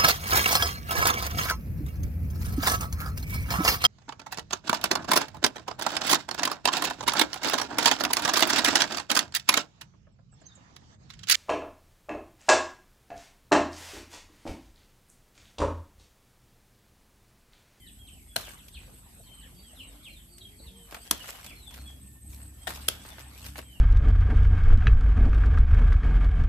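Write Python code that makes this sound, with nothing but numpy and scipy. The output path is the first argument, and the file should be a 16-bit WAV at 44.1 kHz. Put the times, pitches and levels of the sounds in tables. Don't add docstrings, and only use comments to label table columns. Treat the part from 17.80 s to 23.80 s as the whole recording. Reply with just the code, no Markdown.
import sys
import numpy as np
from scipy import signal
from scipy.fft import rfft, irfft, next_fast_len
from scipy.io import wavfile
from scipy.ndimage import uniform_filter1d, map_coordinates

SR = 44100
rng = np.random.default_rng(int(sys.argv[2]) if len(sys.argv) > 2 else 0)


def digitize_waveform(pressure):
    field = np.atleast_2d(pressure).T
    bounded = np.clip(field, -1, 1)
    quanta = np.round(bounded * 32767).astype(np.int16)
    wavfile.write(sys.argv[1], SR, quanta)


N = 264600

# snap in seconds, level in dB, crush length in seconds, crush in dB against
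# the snap, snap fall by 60 dB in seconds, knock in dB against the snap, left over right in dB.
STALK_CUTS = [(0.5637, -15.5, 0.0033, -9, 0.017, -19, 1.5), (3.3112, -9.5, 0.0015, -16, 0.018, -24.5, 1),
              (4.8765, -26, 0.00554, -3.5, 0.043, -10.5, 2.5),
              (5.086, -10, 0.003, -11.5, 0.015, -28.5, -0.5)]
# frequency in Hz, shape in dB per Hz.
STALK_COLOURS = [
    [(120, -52), (200, -21.5), (671, -5), (1130, -18), (1540, -1.5), (1850, -14.5), (2510, -20),
     (3120, -8.5), (3670, -15), (4160, -2.5), (4720, -17.5), (5170, -13), (6420, -16), (10100, -5.5),
     (15000, -19.5)],
    [(120, -17), (250, -4), (591, -20), (980, 0), (1330, -9.5), (1690, 0.5), (2420, -20), (3170, -9.5),
     (4010, -8), (4310, -7), (5170, -7.5), (5760, 1.5), (7420, -5), (10800, 1.5), (15000, -10)],
    [(120, -28), (200, -3), (390, -31), (721, 1), (1110, -9.5), (1880, 1.5), (2210, -12), (3060, -12.5),
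     (3800, -11), (4240, -16.5), (7970, -14), (12100, -16), (15000, -19)],
    [(120, -37), (200, -5), (683, -8), (946, -22), (1330, -5), (2460, -12.5), (3170, -6.5), (4090, -11),
     (4470, -2), (5660, -4), (6190, -11), (7420, -3), (9050, -11), (10500, 0.5), (15000, -9)],
]
# frequency in Hz, width in Hz, height above the floor as a gain in dB.
CUT_PEAKS = [(655, 75, 5.5), (1477, 910, -9.5), (3160, 800, 7.5), (4160, 290, 0), (5670, 280, -17),
             (9800, 1460, -29)]
# frequency in Hz, shape in dB per Hz.
KNOCK_COLOUR = [(30, -14), (70, 8.5), (220, 0), (380, 3.5), (800, -5), (1600, -11), (4000, -6),
                (14000, -15.5)]
# start in seconds, snap in dB, flap in dB, before the trims.
LEAF_TICKS = [(0.579, -39, -45), (0.883, -39, -64), (2.582, -41, -59), (3.11, -39, -49.5),
              (3.124, -41, -36), (3.1452, -32, -30.5), (3.167, -47, -39), (3.3233, -42, -31.5),
              (3.442, -40, -38), (3.4813, -39, -41), (3.49, -34, -33), (3.504, -41, -49),
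              (3.5557, -40, -46.5), (3.6441, -34.5, -43), (3.6633, -33.5, -43.5), (3.908, -45.5, -47),
              (3.941, -36, -48.5), (4.905, -35, -32), (4.962, -39, -52), (5.251, -55, -40),
              (5.2882, -37.5, -52), (5.383, -54, -37), (5.6628, -32.5, -45), (5.757, -50, -33.5),
              (5.7823, -41, -37), (5.7884, -47, -32.5), (5.827, -59, -47)]
# frequency in Hz, shape in dB per Hz.
FLAP_COLOUR = [(150, -9.5), (350, -3.5), (700, 1), (1600, 0.5), (2800, -5.5), (5000, -15.5), (10000, -54)]
# frequency in Hz, shape in dB per Hz.
CRACKLE_COLOUR = [(800, -24), (2500, 4.5), (4000, 2.5), (6000, 1.5), (9000, -2.5), (12000, 2.5),
                  (15000, -3.5)]
# peak in seconds, rise and fall over 20 dB in
# seconds, flap in dB, crackle in dB, before the trims.
LEAF_RUSTLES = [(.585, 0.02, 0.13, -46.5, -48), (.645, 0.068, 0.17, -49, -55.5),
                (.70, 0.034, 0.11, -52.5, -56.5), (1.03, 0.14, 0.21, -58.5, -68),
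                (3.145, 0.061, 0.054, -48, -55.5), (3.28, 0.2, 0.018, -62.5, -57.5),
                (3.34, 0.018, 0.17, -59, -70), (3.499, 0.148, 0.11, -48.5, -47),
                (3.62, 0.23, 0.33, -55, -59.5), (3.955, 0.091, 0.25, -53.5, -58.5),
                (4.53, 0.039, 0.072, -63.5, -57.5), (4.62, 0.12, 0.13, -58.5, -73),
                (4.896, 0.0136, 0.19, -44, -45.5), (4.96, 0.14, 0.065, -51, -56),
                (5.115, 0.0165, 0.16, -52, -58), (5.27, 0.099, 0.19, -53.5, -57),
                (5.4, 0.0415, 0.042, -45.5, -53.5), (5.675, 0.18, 0.061, -52.5, -49.5),
                (5.793, 0.048, 0.0241, -49, -46.5)]
BRUSH_DB = -72.5
# start in seconds, peak of the envelope in dB.
BRANCH_BUMPS = [(2.799, -48.5), (3.121, -45.5), (5.785, -41)]
# frequency in Hz, shape in dB per Hz.
BRANCH_COLOUR = [(40, -24), (100, -16), (250, 1), (420, 1), (800, -14), (2000, -52)]
# peak in seconds, length in seconds, level in dB.
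HANDLING_THUDS = [(.2, 0.092, -53), (.49, 0.15, -47.5), (.98, 0.089, -40.5), (2.87, 0.11, -45.5),
                  (3.35, 0.13, -54)]
THUD_HZ = 65

# start in seconds, length in seconds, end pitch in Hz, lateness of
# the swell (1 peaks midway), level in dB before the bird trim.
BIRD_SLURS = [(0.058, 0.045, 2400, 1.4, -52.5), (0.263, 0.04, 2080, 0.95, -58),
              (0.601, 0.088, 2494, 1.8, -52), (0.775, 0.039, 2320, 2, -50), (0.911, 0.093, 1920, 1.46, -51),
              (0.939, 0.05, 2600, 0.81, -53.5), (1.457, 0.048, 2430, 1.3, -58),
              (1.605, 0.067, 2070, 0.96, -55), (1.932, 0.12, 2175, 1.9, -50),
              (2.219, 0.082, 2060, 1.63, -47.5), (2.579, 0.078, 3075, 1.3, -57),
              (2.779, 0.034, 3630, 0.88, -54), (2.844, 0.064, 3000, 1.7, -51),
              (3.635, 0.1, 2087, 2.3, -48.5)]
SLUR_TOP_HZ = 4750
# start in seconds, length in seconds, pitch in Hz, sag as a
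# share of the pitch, level in dB before the bird trim.
BIRD_WHISTLES = [(-.04, 0.11, 3270, 0.11, -60), (-.03, .11, 2166, 0.21, -62),
                 (0.189, 0.085, 3265, 0.033, -57.5), (.28, 0.11, 3145, 0.21, -62.5),
                 (0.471, 0.076, 3450, 0.073, -62.5), (1.436, 0.1386, 3166, 0.032, -60),
                 (1.553, 0.079, 3134, 0.12, -58.5), (1.428, 0.044, 4450, .09, -65),
                 (1.756, 0.08, 4620, 0.025, -62), (1.812, 0.12, 3404, 0.24, -59),
                 (1.99, 0.18, 4120, 0.23, -65), (2.289, 0.061, 4250, 0.063, -57.5),
                 (2.354, 0.054, 3750, 0.21, -58), (2.485, 0.11, 4656, 0.091, -61),
                 (2.607, 0.062, 3294, 0.018, -56), (2.754, 0.12, 4550, 0.052, -58),
                 (2.892, 0.19, 3260, 0.11, -63.5), (3.235, 0.107, 3283, 0.0196, -62),
                 (3.356, 0.089, 3310, 0.27, -52), (3.736, 0.13, 4315, 0.17, -59),
                 (3.854, .062, 3570, 0.11, -54), (3.947, 0.084, 4290, 0.014, -59.5),
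                 (4.049, 0.055, 3406, 0.043, -49.5), (4.772, 0.098, 3205, 0.0085, -61),
                 (5.124, 0.097, 3443, 0.057, -58), (5.301, 0.022, 3560, 0.023, -50),
                 (5.836, 0.18, 3224, 0.22, -59)]
WHISTLE_BEND = 1.7
BIRD_WAVER, BIRD_RASP = .007, .016
BIRD_TRIM_DB = -1.5
BIRD_ECHO_DB = -8

# first chirp in seconds, last chirp in seconds.
NEAR_RUNS = [(.079, .691), (.936, 1.546), (1.878, 1.878), (2.036, 2.242), (2.53, 2.53), (2.775, 3.178),
             (3.638, 3.838), (4.023, 5.83)]
# first chirp in seconds, last chirp in seconds.
NEIGHBOUR_CHIRP_RUNS = [(.138, .344), (.597, 2.044), (2.376, 3.83), (4.089, 4.913), (5.164, 5.791)]
CHIRP_PERIOD_S, STROKE_GAP_S = .205, .047
NEAR_CRICKET_HZ, NEIGHBOUR_HZ = 8245, 7830
CRICKET_DB, NEIGHBOUR_DB = -54.5, -60.5
# peak in seconds, length in seconds, added level in dB.
NEAR_SWELL = [(4.7, 2, -56)]

# time in seconds, pitch in Hz, level in dB.
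MOTORBIKE = [(1.5, 180, -80), (1.6, 181, -67), (1.8, 183, -57.5), (1.89, 232, -59.5), (2.04, 275, -63.5),
             (2.18, 296, -61), (2.32, 315, -80), (2.57, 352, -65), (2.7, 402, -70), (2.87, 456, -60),
             (3.08, 463, -64), (3.2, 465, -83)]
# time in seconds, pitch in Hz, level in dB.
SINKING_HUM = [(2.84, 199.3, -77), (2.92, 194.1, -58), (3.17, 165, -65), (3.3, 160, -87)]
# time in seconds, pitch in Hz, level in dB before the load trim.
ENGINE_DRONE = [(3.88, 65, -76), (3.96, 65.9, -47.5), (4.04, 66.7, -41.5), (4.19, 66.6, -51.5),
                (4.31, 67.15, -48), (4.41, 65.9, -54), (4.48, 66.7, -44), (4.68, 66.4, -44.5),
                (4.81, 66.96, -52), (4.92, 67.36, -45), (5.03, 69.05, -42), (5.12, 74.16, -49.5),
                (5.22, 67.75, -55), (5.4, 65.24, -49), (5.48, 65.5, -44.5), (5.59, 65.3, -51.5),
                (5.69, 65.5, -41.5), (6.0, 65.35, -54)]
DRONE_IDLE_DB = -60.5
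DRONE_OVERTONES = [0, -11, -14, -23, -20, -22.5, -23, -22.5]

TONE_HZ = 1800
# peak in seconds, length in seconds, level in dB.
FAR_TONE_SWELLS = [(4.45, 1.8, -74), (5.41, 0.22, -58.5)]
# frequency in Hz, shape in dB per Hz.
INSECT_COLOUR = [(6000, -17.5), (7400, -2.5), (8250, 4.5), (9100, -2), (9900, -11.5), (10600, -2),
                 (11600, 6.5), (12400, -3), (13300, -35), (15000, -15)]
INSECT_DB = -59.5
# peak in seconds, length in seconds, added level in dB.
CHORUS_SWELLS = [(4.58, 0.36, -64)]
# frequency in Hz, shape in dB per Hz.
AIR_COLOUR = [(200, -7.5), (400, -4.5), (700, -2), (1400, -6.5), (2200, -5.5), (3100, -5), (5500, -13.5),
              (10000, -19), (15000, -27.5)]
# time in seconds, level in dB before the air trim.
AIR_LEVEL = [(0.0, -71), (0.53, -71), (0.72, -67), (2.16, -64), (2.56, -70), (3.11, -65.5), (3.46, -57.5),
             (4.31, -75), (4.91, -66), (5.05, -58.5), (5.6, -61.5), (6.0, -68.5)]
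# frequency in Hz, shape in dB per Hz.
TRAFFIC_COLOUR = [(20, -27.5), (32, -13), (45, 7), (75, 2), (130, -3.5), (250, -6.5), (340, -14),
                  (500, -25.5), (1000, -36)]
# time in seconds, level in dB before the traffic trim.
TRAFFIC_CURVE = [(0.0, -60), (0.32, -62), (1.7, -60), (2.15, -60.5), (2.59, -62), (4.66, -58), (6.0, -60)]

# frequency in Hz, likeness (1 the same, 0 unrelated).
WIDE_ALIKE = [(60, 0.97), (150, 0.87), (500, 0.53), (1500, 0.069), (8000, 0)]
# frequency in Hz, likeness.
NEAR_ALIKE = [(60, 0.46), (700, 0.63), (1500, 0.31), (8000, 0)]
# frequency in Hz, time to fall by 60 dB in seconds.
YARD_DECAY = [(200, 0.34), (3000, 0.33), (12000, 0.092)]
FOLIAGE_DB, ECHO_DB = -3.5, -6
TOP_HZ = 15150


def amp(db):
    return 10 ** (np.asarray(db) / 20)


def unit(x):
    return x / np.sqrt(np.mean(x ** 2) + 1e-20)


def decay(t, t60):
    return np.exp(-np.log(1000) * t / t60)


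def along(points, hz):
    f, v = np.transpose(points)
    return np.interp(np.log(hz + 1), np.log(f + 1), v)


def curves(rows):
    s, *cols = np.transpose(rows)
    return [np.interp(np.arange(N) / SR, s, c) for c in cols]


def wobble(rate):
    knots = np.arange(0, N * rate / SR + 1, .125)
    values = map_coordinates(rng.standard_normal(int(knots[-1]) + 4), [knots])
    return np.interp(np.arange(N) * rate / SR, knots, values)


def swells(rows):
    t = np.arange(N) / SR
    return sum(amp(db) * np.cos(np.pi * np.clip((t - s) / length, -.5, .5)) ** 2 for s, length, db in rows)


def cycles(hz):
    return 2 * np.pi * np.cumsum(hz) / SR


def add(track, s, sound):
    start = round(s * SR)
    first, last = max(start, 0), min(start + sound.shape[-1], N)
    track[..., first:last] += sound[..., first - start:last - start]


def coloured(x, gain, size=8192):
    cepstrum = irfft(np.log(np.maximum(gain(np.fft.rfftfreq(size, 1 / SR)), 1e-6)))
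    cepstrum[1:size // 2] *= 2
    cepstrum[size // 2 + 1:] = 0
    response = irfft(np.exp(rfft(cepstrum)))[:size // 2]
    return signal.oaconvolve(np.atleast_2d(x), response[None], axes=1)[:, :x.shape[-1]].reshape(x.shape)


def spread(pair, spectrum, alike=WIDE_ALIKE):
    turn = lambda hz: np.arccos(np.clip(along(alike, hz), -.99, .99)) / 2
    mid = coloured(pair[0], lambda hz: amp(along(spectrum, hz)) * np.cos(turn(hz)))
    side = coloured(pair[1], lambda hz: amp(along(spectrum, hz)) * np.sin(turn(hz)))
    return unit(np.array([mid + side, mid - side]))


def rush(spectrum):
    return spread(rng.standard_normal((2, N)), spectrum)


def patchy(x, depth_db, size):
    z = signal.stft(x, nperseg=512)[2]
    patches = uniform_filter1d(rng.standard_normal(z.shape[1:]), size=5, axis=0)
    patches = unit(uniform_filter1d(patches, size=size, axis=1))
    return unit(signal.istft(z * amp(depth_db * patches), nperseg=512)[1][:, :N])


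def burst(envelope, spectrum):
    fibres = np.sign(rng.standard_normal((2, len(envelope)))) * envelope
    return spread(fibres, spectrum, NEAR_ALIKE) * np.sqrt(np.mean(envelope ** 2))


def cut_tone(x, floor):
    tone = lambda f: floor + sum(amp(db) / (1 + (2 * (f - hz) / width) ** 2)
                                 for hz, width, db in CUT_PEAKS)
    return unit(coloured(x, tone)) * np.sqrt(np.mean(x ** 2))


def cuts(rise_s=0.00024, knock_t60=0.17):
    out = np.zeros((2, N))
    lead = .02
    t = np.arange(SR // 4) / SR - lead
    before, after = np.maximum(-t, 0), np.maximum(t, 0)
    for (s, db, crush_s, crush_db, t60, knock_db, pan_db), stalk in zip(STALK_CUTS, STALK_COLOURS):
        crush = amp(crush_db) * (t < 0) * np.exp(-np.maximum(before - crush_s, 0) / rise_s)
        snap = np.exp(-before / rise_s) * decay(after, t60)
        crack = cut_tone(burst(np.maximum(crush, snap), stalk), floor=1.34)
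        knock = burst(amp(knock_db) * (t > 0) * decay(after, knock_t60), KNOCK_COLOUR)
        left_right = amp([[pan_db / 2], [-pan_db / 2]])
        add(out, s - lead, amp(db) * left_right * (crack + knock))
    return out


def grains(spectrum, rate, spread_db, smooth):
    slips = (rng.random(N) < rate / SR) * amp(spread_db * np.clip(rng.standard_normal(N), -2, 2))
    impulses = unit(slips * rng.standard_normal((2, N)))
    return spread(impulses + smooth * rng.standard_normal((2, N)), spectrum)


def shiver(level_db=-33, t60=0.36):
    tremble, t = np.zeros(N), np.arange(SR // 2) / SR
    for s, db, *_ in STALK_CUTS:
        add(tremble, s, amp(db + level_db) * decay(t, t60))
    return tremble * grains(CRACKLE_COLOUR, rate=1100, spread_db=6, smooth=0.6)


def ticks(snap_trim_db=-5, snap_t60=0.044, flap_trim_db=-4, flap_t60=0.045):
    out, t = np.zeros((2, N)), np.arange(SR // 10) / SR
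    for s, snap_db, flap_db in LEAF_TICKS:
        add(out, s, amp(snap_db + snap_trim_db) * burst(decay(t, snap_t60), CRACKLE_COLOUR))
        add(out, s, amp(flap_db + flap_trim_db) * burst(decay(t, flap_t60), FLAP_COLOUR))
    return out


def bumps(t60=0.094):
    out, t = np.zeros((2, N)), np.arange(SR // 5) / SR
    for s, db in BRANCH_BUMPS:
        add(out, s, amp(db) * burst(decay(t, t60), BRANCH_COLOUR))
    return out


def leaves(flap_trim_db=0, crackle_trim_db=5, jerk_db=0.7):
    t = np.arange(N) / SR
    flap_power, crackle_power = np.zeros((2, N))
    for s, rise_s, fall_s, flap_db, crackle_db in LEAF_RUSTLES:
        motion_db = -20 * np.minimum(np.maximum((s - t) / rise_s, (t - s) / fall_s), 10)
        power = amp(motion_db) ** 2
        flap_power += amp(flap_db) ** 2 * power
        crackle_power += amp(crackle_db) ** 2 * power
    jerks = amp(jerk_db * wobble(90))
    flap = jerks * np.sqrt(flap_power) * amp(flap_trim_db + 1.3 * wobble(70))
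    brush = amp(BRUSH_DB + 3.6 * wobble(17))
    crackle = jerks * np.sqrt(crackle_power) * amp(crackle_trim_db) + brush
    blades = patchy(grains(FLAP_COLOUR, rate=520, spread_db=4, smooth=0.45), depth_db=3.5, size=5)
    edges = patchy(grains(CRACKLE_COLOUR, rate=720, spread_db=4.3, smooth=0.55), depth_db=3.5, size=5)
    return flap * blades + crackle * edges


def handling():
    return swells(HANDLING_THUDS) * np.sin(cycles(THUD_HZ * (1 + 0.054 * wobble(28.67))))


def bird_note(pitch, swell):
    slide = np.minimum(np.abs(np.gradient(pitch)) * SR / 15000, 1.5)
    unsteady = np.interp(np.arange(len(pitch)) / SR, np.arange(600) / 1200, rng.standard_normal(600))
    shaken = pitch * (1 + (BIRD_WAVER + BIRD_RASP * slide) * unsteady)
    return np.abs(swell) ** .5 * np.sin(cycles(shaken))


def birds(flutter_db=4.0):
    out = np.zeros(N)
    for s, length, end_hz, late, db in BIRD_SLURS:
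        u = np.linspace(0, 1, int(length * SR))
        pitch = SLUR_TOP_HZ * (end_hz / SLUR_TOP_HZ) ** u
        add(out, s, amp(db) * bird_note(pitch, np.sin(np.pi * u ** late) ** 2))
    for s, length, hz, sag, db in BIRD_WHISTLES:
        u = np.linspace(0, 1, int(length * SR))
        pitch = hz * (1 - sag * u ** WHISTLE_BEND)
        add(out, s, amp(db) * bird_note(pitch, np.sin(np.pi * u)))
    return out * amp(flutter_db * wobble(90))


def wing_stroke(hz, length, sag):
    u = np.linspace(0, 1, int(length * SR))
    pitch = hz * (1 - sag * (2 * u - .85) ** 2) * (1 + 0.001 * rng.standard_normal())
    return amp(rng.standard_normal()) * np.sin(np.pi * u) * np.sin(cycles(pitch))


def cricket(runs, hz, length, sag, second_db=1):
    out = np.zeros(N)
    for first, last in runs:
        for s in np.linspace(first, last, round((last - first) / CHIRP_PERIOD_S) + 1):
            for k in range(2):
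                stroke = amp(k * second_db) * wing_stroke(hz, length, sag)
                add(out, s - length / 2 + k * STROKE_GAP_S, stroke)
    return out * amp(1.4 * wobble(160))


def crickets():
    near = cricket(NEAR_RUNS, hz=NEAR_CRICKET_HZ, length=.028, sag=0.0373)
    near *= amp(CRICKET_DB) + swells(NEAR_SWELL)
    neighbour = cricket(NEIGHBOUR_CHIRP_RUNS, hz=NEIGHBOUR_HZ, length=.036, sag=0.016)
    return near + amp(NEIGHBOUR_DB) * neighbour


def far_motor(rows, waver=0.0265, flutter_db=4, second_db=-14):
    s, hz, db = np.transpose(rows)
    t = np.arange(N) / SR
    revs = cycles(np.interp(t, s, hz) * (1 + waver * wobble(38)))
    gain = amp(np.interp(t, s, db) + flutter_db * wobble(23.94)) * (t > s[0]) * (t < s[-1])
    return gain * (np.sin(revs) + amp(second_db) * np.sin(2 * revs))


def engine_drone(load_trim_db=0.5):
    drone_hz, load_db = curves(ENGINE_DRONE)
    firing = cycles(drone_hz * (1 + 0.00765 * wobble(12)))
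    idling = np.arange(N) / SR < ENGINE_DRONE[0][0]
    drone_db = np.where(idling, DRONE_IDLE_DB, load_db + load_trim_db)
    notes = np.zeros(N)
    for k, db in enumerate(DRONE_OVERTONES):
        loose = min(k, 1)
        level = amp(db + loose * 4.4 * wobble(12))
        notes += level * np.sin((1 + k / 2) * firing + loose * 1.16 * wobble(14))
    return amp(drone_db) * notes


def engines():
    drone = engine_drone()
    hum = amp(-59.5 + 1.5 * wobble(7.06)) * np.sin(cycles(49 + 1.48 * wobble(6.2)))
    return drone + far_motor(MOTORBIKE) + far_motor(SINKING_HUM) + hum


def far_tone():
    whistle = np.sin(cycles(TONE_HZ * (1 + 0.00817 * wobble(120))))
    return swells(FAR_TONE_SWELLS) * amp(3.1 * wobble(40)) * whistle


def garden(traffic_trim_db=5, air_trim_db=4):
    traffic_db = curves(TRAFFIC_CURVE)[0] + traffic_trim_db + 2.0 * wobble(8)
    traffic = amp(traffic_db) * rush(TRAFFIC_COLOUR)
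    chorus_gain = amp(INSECT_DB) + swells(CHORUS_SWELLS)
    chorus = chorus_gain * amp(0.88 * wobble(14) + 0.27 * wobble(2.04)) * rush(INSECT_COLOUR)
    air_gain = amp(curves(AIR_LEVEL)[0] + air_trim_db)
    air = air_gain * patchy(rush(AIR_COLOUR), depth_db=5.0, size=9)
    return traffic + chorus + air


def foliage(x, count=8):
    out = np.zeros((2, N))
    for ear in range(2):
        for delay, gain in rng.random((count, 2)):
            add(out[ear], .025 * delay, (2 * gain - 1) * x / np.sqrt(count / 3))
    return out


def yard(x):
    hz, t, z = signal.stft(rng.standard_normal((2, SR // 2)), SR, nperseg=256)
    tail = signal.istft(z * decay(t, along(YARD_DECAY, hz)[:, None]), SR, nperseg=256)[1]
    tail = tail / np.linalg.norm(tail[0])
    return signal.fftconvolve(np.float32(np.atleast_2d(x)), np.float32(tail), axes=1)[:, :N]


def outdoors(x):
    return x + amp(FOLIAGE_DB) * foliage(x) + amp(ECHO_DB) * yard(x)


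def scene():
    work = cuts() + shiver() + ticks() + bumps() + leaves()
    song = amp(BIRD_TRIM_DB) * birds()
    animals = outdoors(song + crickets()) + amp(BIRD_ECHO_DB) * yard(song + foliage(song))
    return work + amp(-15.5) * yard(work) + animals + far_tone() + engines() + handling() + garden()


def record(dry):
    m = next_fast_len(N + SR // 2)
    hz = np.fft.rfftfreq(m, 1 / SR)
    return irfft(rfft(dry, m) / (1 + (hz / TOP_HZ) ** 120), m)[:, :N]


dry = scene()
out = record(dry)
digitize_waveform(out)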